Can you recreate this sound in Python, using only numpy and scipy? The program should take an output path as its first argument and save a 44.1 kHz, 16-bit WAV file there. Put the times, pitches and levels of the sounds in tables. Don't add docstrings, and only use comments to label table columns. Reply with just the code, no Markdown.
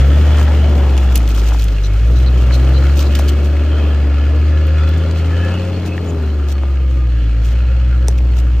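import sys
import numpy as np
from scipy import signal
from scipy.fft import rfft, irfft
from scipy.io import wavfile

SR = 44100
rng = np.random.default_rng(int(sys.argv[2]) if len(sys.argv) > 2 else 0)


def to_wav(s):
    ch = np.atleast_2d(s).T
    pcm = np.round(np.clip(ch, -1, 1) * 32767)
    wavfile.write(sys.argv[1], SR, pcm.astype(np.int16))


N = 379260
TIME_S = np.arange(N) / SR
HZ = np.maximum(np.fft.rfftfreq(N, 1 / SR), 1)


def from_db(db):
    return 10 ** (np.asarray(db) / 20)


def rms_one(x):
    return x / np.sqrt(np.mean(x ** 2) + 1e-20)


def in_time(rows):
    start_s, *columns = np.transpose(rows)
    return [np.interp(TIME_S, start_s, column) for column in columns]


def at_hz(points):
    hz, value = np.transpose(points)
    return np.interp(np.log(HZ), np.log(np.maximum(hz, 1)), value)


def colour(x, gain):
    return irfft(rfft(x) * gain, N)


def filtered(x, order, hz, kind):
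    return signal.sosfilt(signal.butter(order, hz, kind, fs=SR, output="sos"), x)


def drift(rate_hz):
    step = 40
    r = np.exp(-2 * np.pi * rate_hz * step / SR)
    noise = rng.standard_normal(N // step + 2002)
    slow = signal.lfilter([1], [1, -2 * r, r * r], noise)[2000:]
    return np.interp(np.arange(N) / step, np.arange(len(slow)), rms_one(slow))


def ringing(x, hz, width_hz):
    r = np.exp(-np.pi * width_hz / SR)
    feedback = [1, -2 * r * np.cos(2 * np.pi * hz / SR), r * r]
    return signal.lfilter((1 - r * r) / 2 * np.array([1, 0, -1]), feedback, x)


OVERTONE_MULTIPLES = [2.8, 3, 3.2, 4, 6, 8]
# start_s, then one level_db for each multiple
OVERTONES = [(0, -35, -35, -40, -36, -42, -42), (.75, -41, -44.5, -35, -41.5, -48, -37.5),
             (1.25, -50, -34, -45, -38, -60, -50), (1.75, -43, -37.5, -47, -55, -54, -43),
             (2.25, -35, -37, -49, -44.5, -55, -49), (2.75, -44, -51, -52, -33.5, -55, -52),
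             (3.1, -41, -39, -35, -35.5, -62, -42), (3.75, -44, -43, -38, -34, -52, -49),
             (4.25, -42, -51, -36.5, -34.5, -59, -47.5), (4.75, -51, -57, -40, -37.5, -51, -56),
             (5.25, -45, -42, -42, -43, -46, -60), (5.5, -47, -46, -44, -43, -33.5, -57),
             (5.8, -52, -49, -41.5, -42, -34.5, -56), (6.25, -40, -49, -39, -44, -46, -57),
             (6.75, -50, -51, -54.5, -43, -67, -47), (7.25, -50, -38, -52, -49, -63, -55),
             (8.6, -48, -38.5, -51, -46, -57, -54)]
# start_s, level_db
OCTAVE = [(0, -21.5), (.25, -31), (.75, -30), (1.25, -35), (1.7, -42), (1.95, -24.5), (2.3, -24.5),
          (2.85, -27.5), (3.15, -37), (3.45, -31.5), (3.8, -37.5), (4.35, -33), (4.65, -29), (5.3, -27.5),
          (6.15, -25.5), (6.45, -48.5), (7.05, -27), (7.65, -29), (8.6, -30)]
# multiple of firing rate, level_db at mean load and revs
ORDERS = [(.6, -54), (.8, -50), (1.2, -52), (1.4, -49), (2.2, -50), (2.4, -50), (2.6, -45), (3.4, -46),
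          (3.6, -52), (4.4, -52)]


def exhaust(firings, boom_db, effort_db):
    turn = 2 * np.pi * firings
    out = from_db(boom_db + 0.1 * drift(17.0) + 0.27 * drift(9.4)) * np.sin(turn)
    octave_db, = in_time(OCTAVE)
    out -= from_db(octave_db + 2.44 * drift(0.95)) * np.cos(2 * turn + 0.21 * drift(0.71))
    for multiple, level_db in zip(OVERTONE_MULTIPLES, in_time(OVERTONES)):
        out -= from_db(level_db + .8 * drift(1.9)) * np.cos(multiple * turn + 0.15 * drift(1.1))
    for multiple, order_db in ORDERS:
        wobble = 0.42 * drift(1.2) + rng.uniform(0, 2 * np.pi)
        out += from_db(order_db + effort_db + 2.7 * drift(0.98)) * np.sin(multiple * turn + wobble)
    return np.sqrt(2) * out


BELT_LAG_S = 0.0604


def late(firings_per_s):
    r = np.exp(-1 / (BELT_LAG_S * SR))
    first = firings_per_s[0]
    return first + signal.lfilter([1 - r], [1, -r], firings_per_s - first)


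def line(hz, level_db, waver_db):
    turn = 2 * np.pi * np.cumsum(hz) / SR
    return np.sqrt(2) * from_db(level_db + waver_db * drift(7.4)) * np.sin(turn + 0.3 * drift(6))


# start_s, level_db
FAN = [(0, -31.5), (.3, -28.5), (.75, -30.5), (1.25, -26.5), (1.85, -25), (2.3, -28.5), (2.8, -29),
       (3.5, -35), (4.3, -32.5), (5.2, -38), (5.7, -38), (6.6, -37.5), (7.2, -29.5), (8.6, -29.5)]
FAN_BASE_HZ, FAN_HZ_PER_FIRING = 52, .92


def fan(firings_per_s):
    return line(FAN_BASE_HZ + FAN_HZ_PER_FIRING * late(firings_per_s), *in_time(FAN), waver_db=1.2)


# start_s, level_db
WHIR = [(0, -38.5), (1.2, -43.5), (1.9, -52.5), (2.3, -41.5), (2.85, -35.5), (3.3, -34), (3.85, -37),
        (4.1, -51), (4.5, -41), (5.2, -36), (5.7, -40), (6.2, -33), (6.6, -41), (7.3, -38.5), (7.8, -45),
        (8.6, -38.5)]
WHIR_PER_FIRING, WHIR_TOP_HZ, WHIR_KNEE = 5.05, 437, 14


def whir(firings_per_s):
    driven_hz = WHIR_PER_FIRING * late(firings_per_s)
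    hz = driven_hz / (1 + (driven_hz / WHIR_TOP_HZ) ** WHIR_KNEE) ** (1 / WHIR_KNEE)
    return line(hz, *in_time(WHIR), waver_db=1.4)


CYLINDER_DB = [0, -4, -1.5, -1, -4]


def firing_puffs(firings, sharp, steady):
    count = firings.astype(int)
    chance_db = 2.9 * rng.standard_normal(count[-1] + 1)
    strength = from_db(np.array(CYLINDER_DB)[count % 5] + chance_db[count])
    return rng.standard_normal((2, N)) * (steady + strength * np.exp(-sharp * (firings % 1)))


# pitch_hz, density_db
GROWL = [(40, -18.5), (90, -2.5), (130, 1.5), (170, 0), (215, -1.5), (300, -1.5), (420, -6.5), (560, -6),
         (700, -12.5), (900, -24), (1200, -16), (2000, -46)]
# start_s, level_db
GROWL_TILT = [(0, 3), (.6, 0), (1.2, -1), (2.3, 5), (3.2, 3.5), (4.3, 6), (5.5, -0.5), (6.5, 1), (7.5, 2.5),
              (8.6, -1.5)]
TILT_HZ, RUMBLE_DB = 332, -45


def growl(firings, level_db):
    rush = rms_one(colour(firing_puffs(firings, sharp=5.5, steady=3.3), from_db(at_hz(GROWL))))
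    upper = filtered(rush, 4, TILT_HZ, "high")
    lower = filtered(rush, 4, TILT_HZ, "low")
    rush = lower + from_db(*in_time(GROWL_TILT)) * upper
    rumble = rms_one(colour(rng.standard_normal(N), (HZ > 18) / (1 + (HZ / 70) ** 4)))
    return from_db(level_db + 1.63 * drift(4.2)) * rush + from_db(RUMBLE_DB) * rumble


RASP_HZ, RASP_WIDTH_HZ = 690, 435


def rasp(firings, level_db):
    band = ringing(firing_puffs(firings, sharp=1.3, steady=0.98), RASP_HZ, RASP_WIDTH_HZ)
    band = rms_one(ringing(band, RASP_HZ, 2 * RASP_WIDTH_HZ))
    return from_db(level_db + 1.93 * drift(4.0)) * band


# pitch_hz, density_db
CLATTER = [(700, -13), (1000, -10), (1500, -3), (2000, -0.5), (3200, -6), (4000, -9.5), (6000, -13.5),
           (9000, -18.5), (12000, -34), (13700, -25), (14600, -35.5), (16000, -27.5)]
# pitch_hz, width_hz, gain_db over the plain knock, front_db added while the front is near
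PANELS = [(523, 46, 14, 5), (1217, 51, 4, -7), (1302, 37, 8.5, 2.5), (1378, 98, 10.5, -1.2),
          (1653, 58, 2.5, -0.5), (1787, 36, -11.5, 14.5), (2214, 60, -2, -2), (2535, 88, 3, -5.5),
          (2773, 160, 2.5, -4), (3047, 89, 5, 1), (3382, 51, 4.5, 5.5), (4040, 120, 4.5, -5.5),
          (4334, 40, 11.5, -20), (4760, 23, 5, -3.5)]
FRONT_GONE_S, FRONT_TURN_S = 1, 0.23


def clatter(firings, level_db):
    knock = colour(firing_puffs(firings, sharp=4.0, steady=.95), from_db(at_hz(CLATTER)))
    front = 1 / (1 + np.exp((TIME_S - FRONT_GONE_S) / FRONT_TURN_S))
    out = knock * from_db(1.1 * drift(24))
    for hz, width_hz, gain_db, front_db in PANELS:
        panel_db = gain_db + front_db * front + 1.5 * drift(1.5) + 2.8 * drift(6.7)
        out += from_db(panel_db) * ringing(knock, hz, width_hz)
    return from_db(level_db) * rms_one(out)


# start_s, level_db before the clumps
TYRES = [(0, -41), (.5, -45), (1.3, -41), (1.9, -45.5), (2.6, -44.5), (3.2, -40.5), (3.5, -52), (4.1, -64),
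         (5.5, -48.5), (7.4, -58.5), (8.6, -52.5)]
# middle_s, length_s, added_db
CLUMPS = [(0.412, 0.077, 8.5), (1.165, 0.03, 12), (1.31, 0.03, 7.5), (1.376, 0.068, 8.5),
          (1.472, 0.074, 7.5), (1.54, .05, 5), (1.616, 0.06, 10), (1.856, 0.05, 5), (2.199, 0.081, 5),
          (2.544, 0.047, 9), (3, 0.062, 12), (3.156, 0.014, 16), (3.2, 0.03, 10.5), (3.292, 0.024, 14),
          (3.453, 0.05, 9.5), (4.978, 0.017, 14), (5.183, 0.029, 9), (5.453, 0.025, 8), (5.87, 0.036, 13),
          (6.078, 0.11, 3.5), (6.509, 0.056, 15), (6.925, 0.054, 9.5), (7.478, 0.12, 16),
          (8.117, 0.04, 12.5), (8.186, 0.021, 11), (8.386, 0.068, 12.5)]
# pitch_hz, density_db
MUD = [(1500, -18), (2500, 1), (3200, 3.5), (4200, 0.5), (6000, 0), (9000, -5), (13000, -9), (16000, -11)]
GRAINS_PER_S = 900


def squelch():
    level_db, = in_time(TYRES)
    clump_db = sum(added_db * np.exp(-(2 * (TIME_S - middle_s) / length_s) ** 4)
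                   for middle_s, length_s, added_db in CLUMPS)
    born = rng.random(N) < GRAINS_PER_S * from_db(2.5 * drift(25)) / SR
    sizes = from_db(0.75 * np.minimum(rng.exponential(1, N), 4))
    envelope = signal.lfilter([1], [1, -.975], born * sizes + 0.013)
    puffs = envelope * rng.standard_normal((2, N))
    return from_db(level_db + clump_db) * rms_one(colour(puffs, from_db(at_hz(MUD))))


def place(out, start_s, peak_db, blow):
    at = round(start_s * SR)
    out[at:at + len(blow)] += from_db(peak_db) * blow / np.abs(blow).max()


# start_s, peak_db, first_hz, last_hz
KNOCKS = [(.171, -20, 860, 593), (.379, -18.5, 1850, 990), (.392, -18, 1490, 690), (.413, -19.5, 1510, 800),
          (0.474, -27, 1790, 1300), (.51, -22.5, 1090, 850), (.539, -23, 1700, 610), (.701, -21, 498, 329),
          (.7705, -22, 502, 328), (1.379, -21, 2420, 890), (1.5203, -21.5, 1790, 800),
          (1.5462, -19.5, 1590, 700), (2.509, -17.5, 2570, 885), (2.515, -28, 2000, 1300),
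          (3.1897, -20, 3400, 1890), (3.194, -15.5, 1215, 620), (5.9783, -24.5, 3000, 2630),
          (5.9796, -18, 1980, 1740), (6.6342, -21.5, 2010, 590), (8.0837, -18, 3900, 3700),
          (8.0834, -28.5, 2500, 1700), (8.084, -19.5, 607, 420), (8.0846, -23, 1190, 784),
          (8.187, -25.5, 2800, 2300)]
KNOCK_CYCLES, KNOCK_SAG_S, KNOCK_RISE_S = 19.0, .0012, .0003


def knocks():
    t, out = np.arange(SR // 20) / SR, np.zeros(N + SR)
    for start_s, peak_db, first_hz, last_hz in KNOCKS:
        turns = last_hz * t + (first_hz - last_hz) * KNOCK_SAG_S * (1 - np.exp(-t / KNOCK_SAG_S))
        decay = from_db(-60 * turns / KNOCK_CYCLES)
        blow = -np.sin(2 * np.pi * turns) * decay * (1 - np.exp(-t / KNOCK_RISE_S))
        place(out, start_s, peak_db, blow)
    return out[:N]


def blows(table, cycles, noisy, rise_s, upper, lowest_hz):
    t, out = np.arange(SR // 10) / SR, np.zeros(N + SR)
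    for start_s, peak_db, hz, bright_db in table:
        t60 = cycles / hz
        burst = filtered(rng.standard_normal(len(t)), 2, lowest_hz, "high")
        low = filtered(burst, 4, 11000, "low")
        noise = low + 1.8 * ringing(low, hz, 0.33 * hz) + from_db(bright_db + 19.0) * (burst - low)
        modes = np.sin(2 * np.pi * hz * t) + upper * np.sin(2 * np.pi * 1.5 * hz * t)
        ring = modes * from_db(-30 * t / t60)
        blow = noisy * rms_one(noise) + (1 - noisy) * ring
        blow *= from_db(-60 * t / t60) * (1 - np.exp(-t / rise_s))
        place(out, start_s, peak_db, blow)
    return out[:N]


# (relative, lifted by 19 dB)
SNAPS = [(0.4275, -26, 3190, -23), (.905, -30, 6000, 0), (0.977, -15.5, 2660, -51), (1.156, 0, 2900, -9.5),
         (1.1762, -13, 3150, -10), (1.276, -20, 3300, -30), (1.289, -21, 3500, -10),
         (1.3473, -19.5, 3200, -17), (1.5953, -18, 4060, -21), (1.6194, -23, 3260, -8),
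         (1.641, -17.5, 3440, -8), (1.6831, -21.5, 2750, -30), (2.9733, -19, 5950, -15),
         (2.9918, -10.5, 3960, -20.5), (3.0108, -16, 6500, -22), (3.0285, -20, 6800, -20),
         (3.1515, -13.5, 3000, -29), (3.1895, -15, 3700, -3), (3.2835, -16, 4300, -32),
         (3.2868, -17, 3000, -19), (3.2905, -15, 3100, -29), (4.669, -29, 3440, -12),
         (4.89, -24, 3300, -22), (5.1108, -23, 4000, -36), (5.874, -30, 2830, -38),
         (8.3647, -33, 3030, -14)]


def snaps():
    return blows(SNAPS, cycles=36, noisy=0.66, rise_s=0.0015, upper=0.23, lowest_hz=2600)


# start_s, length_s, pitch_hz, level_db before taper and flicker
SQUEAKS = [(.47, 0.057, 824, -34), (.47, .1, 600, -37), (.6, 0.11, 640, -34), (.73, .1, 598, -36),
           (.8, 0.093, 763, -38), (1.827, 0.05, 4000, -37), (1.828, 0.042, 5900, -41),
           (2.147, 0.049, 3960, -39), (2.149, .04, 5900, -46), (2.255, 0.04, 4100, -36.5),
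           (2.515, 0.051, 4150, -31), (2.52, .045, 6100, -43), (2.735, 0.063, 4100, -35.5),
           (3.058, 0.024, 4050, -32.5), (3.55, 1.55, 1716, -46), (3.65, 0.32, 3160, -43),
           (4.3, 0.31, 1265, -45), (4.48, 0.072, 1710, -43), (4.718, 0.22, 1384, -39),
           (4.91, 0.071, 1720, -43), (4.9, 0.28, 1420, -45), (4.723, 0.38, 3430, -46.5),
           (3.5, 2.0, 4850, -57), (4.3, 1.8, 534.7, -38), (5.26, .3, 1704, -36), (5.246, 0.21, 1260, -43),
           (5.3, 0.26, 1400, -47), (5.33, .1, 2970, -46), (5.5, 0.11, 2870, -39), (5.4, 0.17, 2160, -54),
           (5.33, 0.37, 2613, -43), (5.847, 0.14, 2590, -38), (6.064, 0.051, 6850, -45),
           (6.147, 1.1, 1220, -48.5), (7.2, 1.3, 534.4, -43.5)]
SQUEAK_SPREAD, SQUEAK_FLUTTER = 0.017, 28
SQUEAK_CLEAR, SQUEAK_WAVER = .8, .011


def squeaks():
    out, wander = np.zeros((2, N)), 1 + SQUEAK_WAVER * drift(30)
    flicker = from_db(1.5 * drift(18))
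    for start_s, length_s, hz, level_db in SQUEAKS:
        width_hz = SQUEAK_SPREAD * hz + SQUEAK_FLUTTER / length_s
        at, size = round(start_s * SR), round(length_s * SR)
        noise = rng.standard_normal((2, size + SR // 10))
        narrow = ringing(ringing(noise, hz, width_hz), hz, width_hz)[:, -size:]
        turns = hz * np.cumsum(wander[at:at + size]) / SR
        tone = np.sqrt(2) * np.sin(2 * np.pi * turns) * [[1], [0]]
        squeak = rms_one(rms_one(narrow) + SQUEAK_CLEAR * tone)
        out[:, at:at + size] += from_db(level_db) * squeak * signal.windows.tukey(size, .6)
    return flicker * out


# (relative, lifted by 19 dB)
CRACKS = [(8.0757, -35, 5930, -31), (8.0833, -6, 5770, -31), (8.0904, -27, 5860, -28)]


def cracks():
    return blows(CRACKS, cycles=32, noisy=0.22, rise_s=0.00063, upper=0.53, lowest_hz=3000)


TREES_DB, TREES_T60_S = -16, .1


def trees(x):
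    t = np.arange(SR // 4) / SR
    tails = rng.standard_normal((2, len(t))) * from_db(-60 * t / TREES_T60_S)
    tails /= np.sqrt(np.sum(tails ** 2, axis=1, keepdims=True))
    return from_db(TREES_DB) * signal.fftconvolve(x[None], tails, axes=1)[:, :N]


SNAP_BOUNCE_DB, SNAP_BOUNCE_S = -12, 0.00065


def ground_bounce(snapping):
    return from_db(SNAP_BOUNCE_DB) * np.roll(snapping, round(SNAP_BOUNCE_S * SR))


# pitch_hz, share 0-1
LIKENESS = [(300, 1), (700, 0.79), (1200, 0.91), (1900, 1), (2500, 0.96), (3200, 0.66), (4600, 0),
            (6000, 0.6), (8500, 0.67), (9500, 0.79), (10300, 1), (11300, 1), (12300, 0.8), (13500, .75),
            (14300, 0.91)]
# pitch_hz, level_db
PORT_DB = [(60, .3), (120, 1.2), (200, 2.2), (400, 4.2), (650, 6.5), (1200, 3.5), (2000, 0), (3200, -2.2),
           (4300, 1), (7000, -1), (10000, 0)]
# pitch_hz, phase_rad
PORT_PHASE = [(70, .08), (130, .03), (300, 0), (1100, -.3), (1900, 0), (3300, .7), (5500, .8), (7000, 1.4),
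              (8500, 2.7), (10500, 3.14), (11500, 3.3), (12500, 4.5), (13500, 5.6), (14500, 6.28)]


def two_ports(spread, points):
    common, apart = spread
    alike = at_hz(LIKENESS)
    common = colour(common, np.sqrt((1 + alike) / 2)) + points
    apart = colour(apart, np.sqrt((1 - alike) / 2))
    step = from_db(at_hz(PORT_DB) / 2) * np.exp(.5j * at_hz(PORT_PHASE))
    return np.array([colour(common + apart, step), colour(common - apart, 1 / step)])


# start_s, firings_per_s, boom_db
ENGINE = [(0, 66, -7), (.2, 74.6, -7.9), (.3, 75.7, -8.1), (.5, 73.6, -9.6), (.65, 74, -9.1),
          (.8, 70.9, -9.7), (1.08, 64.6, -9.4), (1.3, 55.4, -11), (1.4, 54.4, -10), (1.5, 56.6, -9.5),
          (1.6, 55.7, -11.1), (1.8, 50.4, -12.5), (1.9, 50.8, -11.9), (2.1, 59.8, -8.3), (2.22, 63, -8.5),
          (2.45, 61.9, -9.4), (2.65, 64.9, -8.5), (2.9, 70, -9), (3, 71, -9.9), (3.15, 70.6, -10.5),
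          (3.78, 74.8, -11.6), (4.1, 70.8, -11.2), (4.45, 75.6, -10.5), (4.8, 76.7, -10.5),
          (4.9, 78.4, -10.8), (5.02, 81.3, -12.6), (5.15, 81.4, -14.1), (5.28, 81.6, -12.6),
          (5.4, 84.9, -13), (5.58, 89.8, -17), (5.72, 89.8, -17.6), (6, 86.6, -19.8), (6.1, 83.2, -18.6),
          (6.2, 77, -16.3), (6.3, 73.8, -14.3), (6.65, 68.7, -13.7), (6.9, 64.2, -11.5), (7.3, 55.9, -11.8),
          (7.4, 56.6, -11.5), (7.65, 61.9, -10.9), (8, 61.6, -10.6), (8.6, 60.3, -10.5)]
# start_s, exhaust_side_db (used about its mean), clatter_db
LOAD = [(0.0, -27, -32), (0.36, -25.5, -29.5), (0.55, -24, -31), (0.91, -24.5, -34), (1.17, -29, -36),
        (1.53, -28, -35.5), (1.8, -33.5, -38), (2.87, -28.5, -33.5), (2.99, -29, -35.5), (3.19, -27.5, -34),
        (3.45, -31, -35.5), (3.81, -29.5, -34.5), (4.09, -31.5, -36.5), (4.76, -31.5, -35.5),
        (5.13, -28.5, -35), (5.48, -28, -33), (5.63, -28.5, -35.5), (5.87, -28, -36.5), (6.03, -28, -39),
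        (6.73, -33, -41), (7.19, -35, -40), (7.5, -34.5, -38.5), (8.26, -33, -41.5), (8.6, -33, -41)]
GROWL_DB, GROWL_FOLLOWS = -33, 1
RASP_DB, RASP_FOLLOWS = -42.5, 1.42
PASS_S, PASS_LENGTH_S, PASS_RASP_DB = 0.33, 0.18, 5


def scene():
    firings_per_s, boom_db = in_time(ENGINE)
    load_db, clatter_db = in_time(LOAD)
    swing_db = load_db - load_db.mean()
    firings = np.cumsum(firings_per_s) / SR
    growl_swing_db = GROWL_FOLLOWS * swing_db
    effort_db = growl_swing_db + 0.38 * (firings_per_s - firings_per_s.mean())
    tones = exhaust(firings, boom_db, effort_db) + fan(firings_per_s) + whir(firings_per_s)

    near = np.exp(-(2 * (TIME_S - PASS_S) / PASS_LENGTH_S) ** 2)
    rasp_db = RASP_DB + RASP_FOLLOWS * swing_db + PASS_RASP_DB * near
    engine = growl(firings, GROWL_DB + growl_swing_db) + rasp(firings, rasp_db) + clatter(firings, clatter_db)
    spread = engine + squelch() + squeaks()

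    snapping, cracking = snaps(), cracks()
    sharp = snapping + knocks()
    ports = two_ports(spread, tones + sharp)
    return ports + cracking + ground_bounce(snapping) + trees(sharp + cracking)


CUTOFF_HZ = 16400


def record(dry):
    top = .95
    rounded = dry / (1 + np.abs(dry / top) ** 8) ** (1 / 8)
    return signal.sosfilt(signal.cheby2(12, 70, CUTOFF_HZ, fs=SR, output="sos"), rounded)


dry = scene()
out = record(dry)
to_wav(out)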